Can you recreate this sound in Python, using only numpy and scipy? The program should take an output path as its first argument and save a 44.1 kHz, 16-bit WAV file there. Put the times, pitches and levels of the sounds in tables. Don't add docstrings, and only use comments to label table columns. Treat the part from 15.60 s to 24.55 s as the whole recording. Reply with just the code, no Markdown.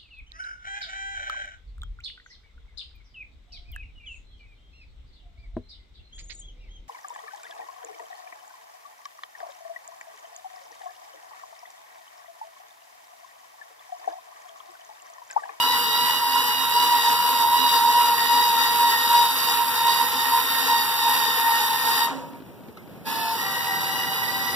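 import sys
import numpy as np
from scipy import signal
from scipy.fft import rfft, irfft
from scipy.io import wavfile
from scipy.ndimage import uniform_filter1d

SR = 44100
rng = np.random.default_rng(int(sys.argv[2]) if len(sys.argv) > 2 else 0)


def gain_from_db(level_db):
    decades = np.asarray(level_db, float) / 20
    return 10 ** decades


def to_wav(s):
    ch = np.atleast_2d(s).T
    pcm = np.round(np.clip(ch, -1, 1) * 32767)
    wavfile.write(sys.argv[1], SR, pcm.astype(np.int16))


N = 394694
T = np.arange(N) / SR

BARS = 12
STOP_S, COAST_S = 6.45, .12
START_S, SPIN_UP_S = 7.447, .012
SLACK_ENDS_S, CATCH_S = 7.765, .02
LIFTING = T < START_S - .2

# whine/dB, overtones/dB, hiss/dB, gear mesh/dB
STAGE_LEVELS = [(0, -29.5, -33, -66), (0, -28, -31, -55), (-23, -34.5, -38, -47), (-33.5, -33.5, -37, -43)]


def level(x, db):
    return x * gain_from_db(db) / np.sqrt(np.mean(x ** 2))


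def colour(x, points):
    hz, db = np.transpose(points)
    f = np.maximum(np.fft.rfftfreq(N, 1 / SR), 1)
    gain_db = np.interp(np.log(f), np.log(hz), db)
    return irfft(rfft(x) * gain_from_db(gain_db), N)


def ring(x, hz, width_hz):
    return signal.lfilter(*signal.iirpeak(hz, hz / width_hz, SR), x)


def walk(rate):
    k = int(SR / rate)
    held = np.repeat(rng.standard_normal(N // k + 1), k)
    return 1.274 * uniform_filter1d(uniform_filter1d(held, k), k)[:N]


def step(at_s, width_s):
    return .5 + .5 * np.tanh((T - at_s) / width_s)


def staged(table):
    climb, caught = np.clip(T / STOP_S, 0, 1), step(SLACK_ENDS_S, CATCH_S)
    return [np.where(LIFTING, bottom + (top - bottom) * climb, slack + (down - slack) * caught)
            for bottom, top, slack, down in np.transpose(table)]


def air():
    # f/Hz, density/dB per Hz
    far_colour = [(30, -49), (80, -7), (180, -1), (400, -3.5), (1000, -15), (2500, -21.5), (7000, -36),
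                  (12000, -31.5), (15500, -28)]
    # f/Hz, density/dB per Hz
    rumble_colour = [(30, -29), (80, -6), (170, -0.5), (400, -8), (900, -10.5), (2000, -40)]
    gust_db = 3.5 * np.exp(-((T - 6.64) / 0.38) ** 2)
    traffic_db = 6.5 * step(7.5, 0.28)
    swell = gain_from_db(-53.5 + gust_db + traffic_db + 1.42 * walk(20))
    far = swell * level(colour(rng.standard_normal(N), far_colour), 5.9)
    wind = [swell * level(colour(rng.standard_normal(N), rumble_colour), 4.4) for _ in range(2)]
    return far, np.array(wind)


def knocks(rows, crack):
    out, t = np.zeros(N + SR), np.arange(SR // 5) / SR
    onset = 1 - np.exp(-t / .0012)
    for s, db, hz, t60 in rows:
        burst = crack * uniform_filter1d(rng.standard_normal(len(t)), size=6) * np.exp(-t / 0.0046)
        tone = np.sin(2 * np.pi * hz * t) * 1000 ** (-t / t60)
        out[int(s * SR):][:len(t)] += gain_from_db(db) * (burst + tone) * onset
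    return out[:N]


def wind_taps():
    # t/s, peak/dB, f/Hz
    taps = [(6.732, -32, 272), (6.754, -36, 269), (6.802, -33, 283), (6.821, -32, 275), (6.862, -37, 159),
            (7.005, -36, 272), (7.035, -38, 207), (7.083, -32, 242), (7.093, -36, 450), (7.274, -34, 299),
            (7.294, -36, 495), (7.312, -38, 175), (7.373, -36, 159), (7.411, -36, 180)]
    dull = uniform_filter1d(knocks([(*row, .04) for row in taps], .5), size=5)
    return gain_from_db(7) * dull


def switch_clinks():
    # t/s, peak/dB, f/Hz, t60/s
    clinks = [
        (6.745, -50, 2360, .1),
        (7.172, -32.5, 1284, 0.03),
        (7.18, -40, 2118, .08),
    ]
    return knocks(clinks, 1.0)


def shudders():
    # t/s, level/dB, f/Hz, width/Hz, t60/s
    bursts = [
        (6.46, -39, 300, 230, 1.0),
        (6.46, -27.5, 1000, 510, 0.57),
        (6.5, -35.5, 267, 14, 1.2),
        (6.52, -36, 524, 19, 0.77),
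        (7.47, -31.5, 259, 56, 0.82),
        (7.76, -35, 910, 16, 0.65),
    ]
    out = 0
    for s, db, hz, width_hz, t60 in bursts:
        age = np.maximum(T - s, 0)
        envelope = (1 - np.exp(-age / 0.008)) * 1000 ** (-age / t60)
        out = out + level(ring(rng.standard_normal(N), hz, width_hz), db) * envelope
    return out


def speeds():
    # t/s, first motor bar rate f/Hz, second motor bar rate f/Hz
    lowering = [
        (7.43, 825, 890),
        (7.51, 854, 908),
        (7.6, 870, 913),
        (7.735, 868, 905),
        (7.765, 930, 904),
        (7.79, 966, 938),
        (7.85, 976, 945),
        (8.5, 975, 965),
        (8.95, 976, 970),
    ]
    s, *columns = np.transpose(lowering)
    first_down, second_down = (np.interp(T, s, column) for column in columns)
    ease = np.clip((T - 6.1) / (STOP_S - 6.1), 0, 1) ** 2
    lift = 964 - 6.9 * np.minimum(T, STOP_S) + 14 * ease
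    first_hz = np.where(LIFTING, lift, first_down)
    second_hz = np.where(LIFTING, lift + 12 * (1 - ease / 2), second_down)
    calm = 1 - .45 * step(4.7, 0.26)
    rock_hz = 10.5 * (1 - ease) * calm
    power = np.clip(1 - (T - STOP_S) / COAST_S, 0, 1) + step(START_S, SPIN_UP_S)
    return first_hz, second_hz, rock_hz, power


def motor(hz, voice_db, above_db, below_db):
    bar = 2 * np.pi * np.cumsum(hz + .9 * walk(60)) / SR
    shaft = bar / BARS
    above = gain_from_db(above_db + 5 * walk(7)) * np.sin(bar + shaft + 1.5 * walk(9))
    below = gain_from_db(below_db + 5 * walk(7)) * np.sin(bar - shaft + 1.5 * walk(9))
    overtones = 0
    for k, db in enumerate(voice_db, start=2):
        wobble = 1 + 2 * gain_from_db(-13) * np.cos(shaft + 1.5 * walk(8))
        db = db + 10.5 / (1 + ((k * hz - 2892) / 48) ** 2)
        overtones = overtones + gain_from_db(db + 2.2 * walk(14)) * wobble * np.sin(k * bar)
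    return np.sqrt(2) * (np.sin(bar) + above + below), overtones, bar


def gears(bar, bar_b):
    # multiple of the mesh rate, level/dB
    mesh_lines = [(2, 2), (3, -5), (4, -9), (9, -49)]
    mesh_per_bar = .4
    out = sum(gain_from_db(db + 3 * walk(12)) * np.sin(k * mesh_per_bar * bar) for k, db in mesh_lines)
    out += gain_from_db(-8.5 + 1.6 * walk(13)) * np.sin(2 * mesh_per_bar * bar_b)
    catch = gain_from_db(-14 * np.exp(-((T - SLACK_ENDS_S - .015) / .045) ** 2))
    return out * catch * np.where(LIFTING, 1, step(START_S + .13, .04))


def brush_hiss(gate):
    # f/Hz, density/dB per Hz
    spark_colour = [(150, -14), (600, -4), (1100, 8), (2500, 5.5), (5200, -10), (7000, -11), (8500, -1.5),
                    (10000, 0.5), (12600, 4), (14000, -1), (15000, 2), (15500, -5)]
    return level(colour(gate * rng.standard_normal(N), spark_colour), 3.12)


def steel(gate):
    # f/Hz, width/Hz, level/dB
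    modes = [(264.2, 8.9, 2.5), (478, 46, 6), (871, 30, 6), (943, 91, 4), (1035.3, 41, 10), (1349, 10.3, 6),
             (1818, 72, 8), (2130, 12, -35), (2960, 133, 8), (3770, 425, 14.5), (4623, 200, 10.5),
             (6040, 140, -23)]
    shake = gate * rng.standard_normal(N)
    rattle = sum(level(ring(shake, hz, width), db) * gain_from_db(0.26 * walk(4.4)) for hz, width, db in modes)
    bucket = level(ring(ring(shake, 938, 45), 935, 55), -12)
    return rattle, bucket


def rotor_hum(bar):
    # multiple of the shaft rate, level/dB
    hum_lines = [(2, -50), (3, -51), (7, -55)]
    return step(SLACK_ENDS_S, CATCH_S) * sum(gain_from_db(db) * np.sin(k * bar / BARS) for k, db in hum_lines)


def effort(screw):
    # crest t/s, crest level/dB, build/s, fade/s
    surges = [(.04, -16.5, .05, 0.13), (.16, -14.5, 0.11, 0.068), (.38, -16.5, .03, 0.039),
              (.48, -12.5, 0.087, 0.053), (.63, -23.5, .15, 0.25), (.79, -17, 0.1, .05),
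              (.89, -18, 0.043, 0.057), (1.22, -15.5, 0.19, 0.16), (1.37, -15.5, 0.22, 0.053),
              (1.47, -15, 0.059, 0.12), (1.68, -13, 0.093, .09), (1.84, -17.5, 0.097, 0.3),
              (1.97, -15, 0.16, 0.31), (2.16, -15.5, 0.066, .6), (2.37, -17.5, 0.88, 0.52),
              (2.735, -14, 0.07, 0.82), (3.09, -28, .3, 0.04), (3.205, -14.5, 0.045, 0.041),
              (3.33, -15, 0.14, 0.053), (3.55, -13, 0.092, 0.16), (3.89, -21.5, 0.12, 0.27),
              (4.015, -14.5, 0.071, 0.046), (4.42, -18.5, 0.54, 0.13), (4.79, -14, 0.14, 0.031),
              (5.12, -16, 0.065, .18), (5.52, -16, 0.19, 0.17), (5.925, -15, 0.18, 0.068),
              (6.15, -22.5, 0.44, 0.067), (6.27, -21, 0.1, 0.16), (6.43, -20, 0.14, 0.021)]
    # start level/dB, fall/dB per s
    ring_out = [(-23.5, 61), (-59, 56), (-76, 27)]
    surge = np.full(N, -28.0)
    for s, db, build, fade in surges:
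        away = np.maximum((s - T) / build, (T - s) / fade)
        surge = np.maximum(surge, db - 13 * away)
    surge = uniform_filter1d(surge, size=int(.035 * SR))
    whine, over, hiss, _ = staged(STAGE_LEVELS)
    running = T < STOP_S + COAST_S / 2
    slack_swell = 20 * np.clip(T - SLACK_ENDS_S + 0.062, -1, 0)
    whine = np.where(running, surge + 1.8 * walk(45), whine + slack_swell)
    over = over + running * (0.077 * (surge + 24) + 1.45 * walk(18))
    hiss = hiss + running * (0.073 * (surge + 24) + 0.32 * np.cos(screw - 0.17) + 0.8 * walk(12))
    restart = step(START_S + 1.4 * SPIN_UP_S, SPIN_UP_S)
    after = np.maximum(T - STOP_S - COAST_S, 0)
    gains = []
    for db, coast_s, (start_db, fall_db) in zip((whine, over, hiss), (COAST_S, .06, .06), ring_out):
        drive = np.clip(1 - (T - STOP_S) / coast_s, 0, 1) ** 2 + restart
        gains.append(drive * gain_from_db(db) + (T > STOP_S) * gain_from_db(start_db - fall_db * after))
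    return gains


def actuators():
    # multiples 2, 3, 4, 5, 6 of the bar rate, level/dB each
    voice = [(-1, -8.5, 1, -3, -19), (3.5, -13, -1, -6, -15.5), (2, -2, -6, -4, -5),
             (7, -12.5, -3.5, -6, -11)]
    # second motor in the whine/dB, in the overtones/dB,
    # line one shaft turn above the whine/dB, below it/dB
    shares = [(-9, -13, -13, -21), (-10, -13, -11.5, -18), (15, -10, -21, -25), (4, 5, -15, -3)]
    first_hz, second_hz, rock_hz, power = speeds()
    voice_db, mesh_db = staged(voice), staged(STAGE_LEVELS)[-1]
    whine_share_db, over_share_db, above_db, below_db = staged(shares)
    screw = 2 * np.pi * (np.cumsum(first_hz) / SR - .1 * first_hz[0]) / 367
    first_rocked = first_hz + rock_hz * np.cos(screw)
    second_rocked = second_hz + 0.716 * rock_hz * np.cos(screw + 2.206)
    whine_a, over_a, bar = motor(first_rocked, voice_db, above_db, below_db)
    whine_b, over_b, bar_b = motor(second_rocked, voice_db, above_db, below_db)
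    share_whine, share_over = gain_from_db(whine_share_db), gain_from_db(over_share_db)
    whine = power * (whine_a + share_whine * whine_b) / np.hypot(1, share_whine)
    overtones = (over_a + share_over * over_b) / np.hypot(1, share_over)
    overtones *= gain_from_db(-14 * np.exp(-((T - SLACK_ENDS_S + .015) / .025) ** 2))
    once_a_turn = 1 + 0.11 * np.cos(bar / BARS + 3.2 * walk(12))
    gate = (1 + 0.24 * np.cos(bar)) * once_a_turn * gain_from_db(0.55 * walk(35))
    rattle, bucket = steel(gate)
    whine_gain, over_gain, hiss_gain = effort(screw)
    tones = gain_from_db(-4.5) * whine_gain * (whine + bucket)
    driven = power * (gain_from_db(-1.5) * over_gain * overtones + gain_from_db(mesh_db + 6.0) * gears(bar, bar_b))
    noise = hiss_gain * brush_hiss(gate) + gain_from_db(-19.0) * over_gain * rattle
    return tones + driven + rotor_hum(bar) + noise


def scene():
    near = actuators() + switch_clinks() + shudders()
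    t = np.arange(SR // 2) / SR
    tail = uniform_filter1d(rng.standard_normal(len(t)), size=4) * 1000 ** (-t / .4) * (t > .008)
    tail *= gain_from_db(-17) / np.sqrt(np.sum(tail ** 2))
    far, wind = air()
    left = near + signal.fftconvolve(near, tail)[:N] + far
    early = np.roll(left, -20)
    right = -colour(early, [(8000, 1.35), (10000, 2.4), (12600, 5.6), (15500, 3.1)])
    taps = wind_taps()
    return np.array([left + taps, right + .1 * taps]) + wind


def banded_stereo(dry):
    # f/Hz, likeness of side and mid (0-1), side gain/dB, weaker one dropped below level/dB
    ports = [(100, .5, -1, -30), (500, .4, -9, -25), (1000, .3, -3, -12), (1600, .3, -3, -11),
             (2200, .2, 0, -11), (3300, .2, -1, -8), (3800, .5, -1.5, -12), (4400, .35, -1, -15),
             (5400, .15, 0, -7.5), (6700, .06, -1, -5), (7900, .1, -1, -3.5), (8700, .12, 0, -4),
             (9500, .45, 0, -12), (10500, .75, 0, -13), (12700, .9, 1, -12), (15500, .7, 2, -12)]
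    band_starts = np.r_[0:40:4, 40:96:8, 96:144:12, 144, 160, 176, 196, 216, 240, 264, 292, 320:1025:32]
    mid_side = np.array([dry[0] + dry[1], dry[0] - dry[1]]) / 2
    f, _, (mid, side) = signal.stft(mid_side, SR, nperseg=2048)
    hz, *columns = np.transpose(ports)
    like, side_db, drop_db = (np.interp(f, hz, c)[:, None] for c in columns)
    bands = np.searchsorted(band_starts, np.arange(len(f)), side="right") - 1
    chance = rng.standard_normal((3, bands[-1] + 1, mid.shape[1]))
    slip, spill, doubt = np.sqrt(3) * uniform_filter1d(chance, size=3, axis=2)[:, bands]
    spread = np.sqrt(-2 * np.log(np.clip(like, .02, 1)))
    leak = gain_from_db(-15) * np.exp(2j * spill)
    turned = gain_from_db(side_db) * (side + leak * mid) * np.exp(1j * spread * slip)
    mid, side = mid + leak * side, turned
    power = []
    for z in (mid, side):
        smooth = uniform_filter1d(abs(z) ** 2, size=5, axis=1)
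        power.append(np.add.reduceat(smooth, band_starts)[bands] + 1e-18)
    ratio_db = 10 * np.log10(power[1] / power[0])
    limit_db = drop_db + 2 * doubt
    mid, side = mid * (-ratio_db > limit_db), side * (ratio_db > limit_db)
    return signal.istft(np.array([mid + side, mid - side]), SR, nperseg=2048)[1][:, :N]


def low_pass(x):
    return signal.sosfilt(signal.butter(12, 16370, fs=SR, output="sos"), x)


def record(dry):
    top = signal.ellip(10, .2, 70, 15420, fs=SR, output="sos")
    bass = signal.butter(2, 55, "high", fs=SR, output="sos")
    mix = signal.sosfilt(np.vstack([top, bass]), banded_stereo(dry))
    return low_pass(mix)


dry = scene()
out = record(dry)
to_wav(out)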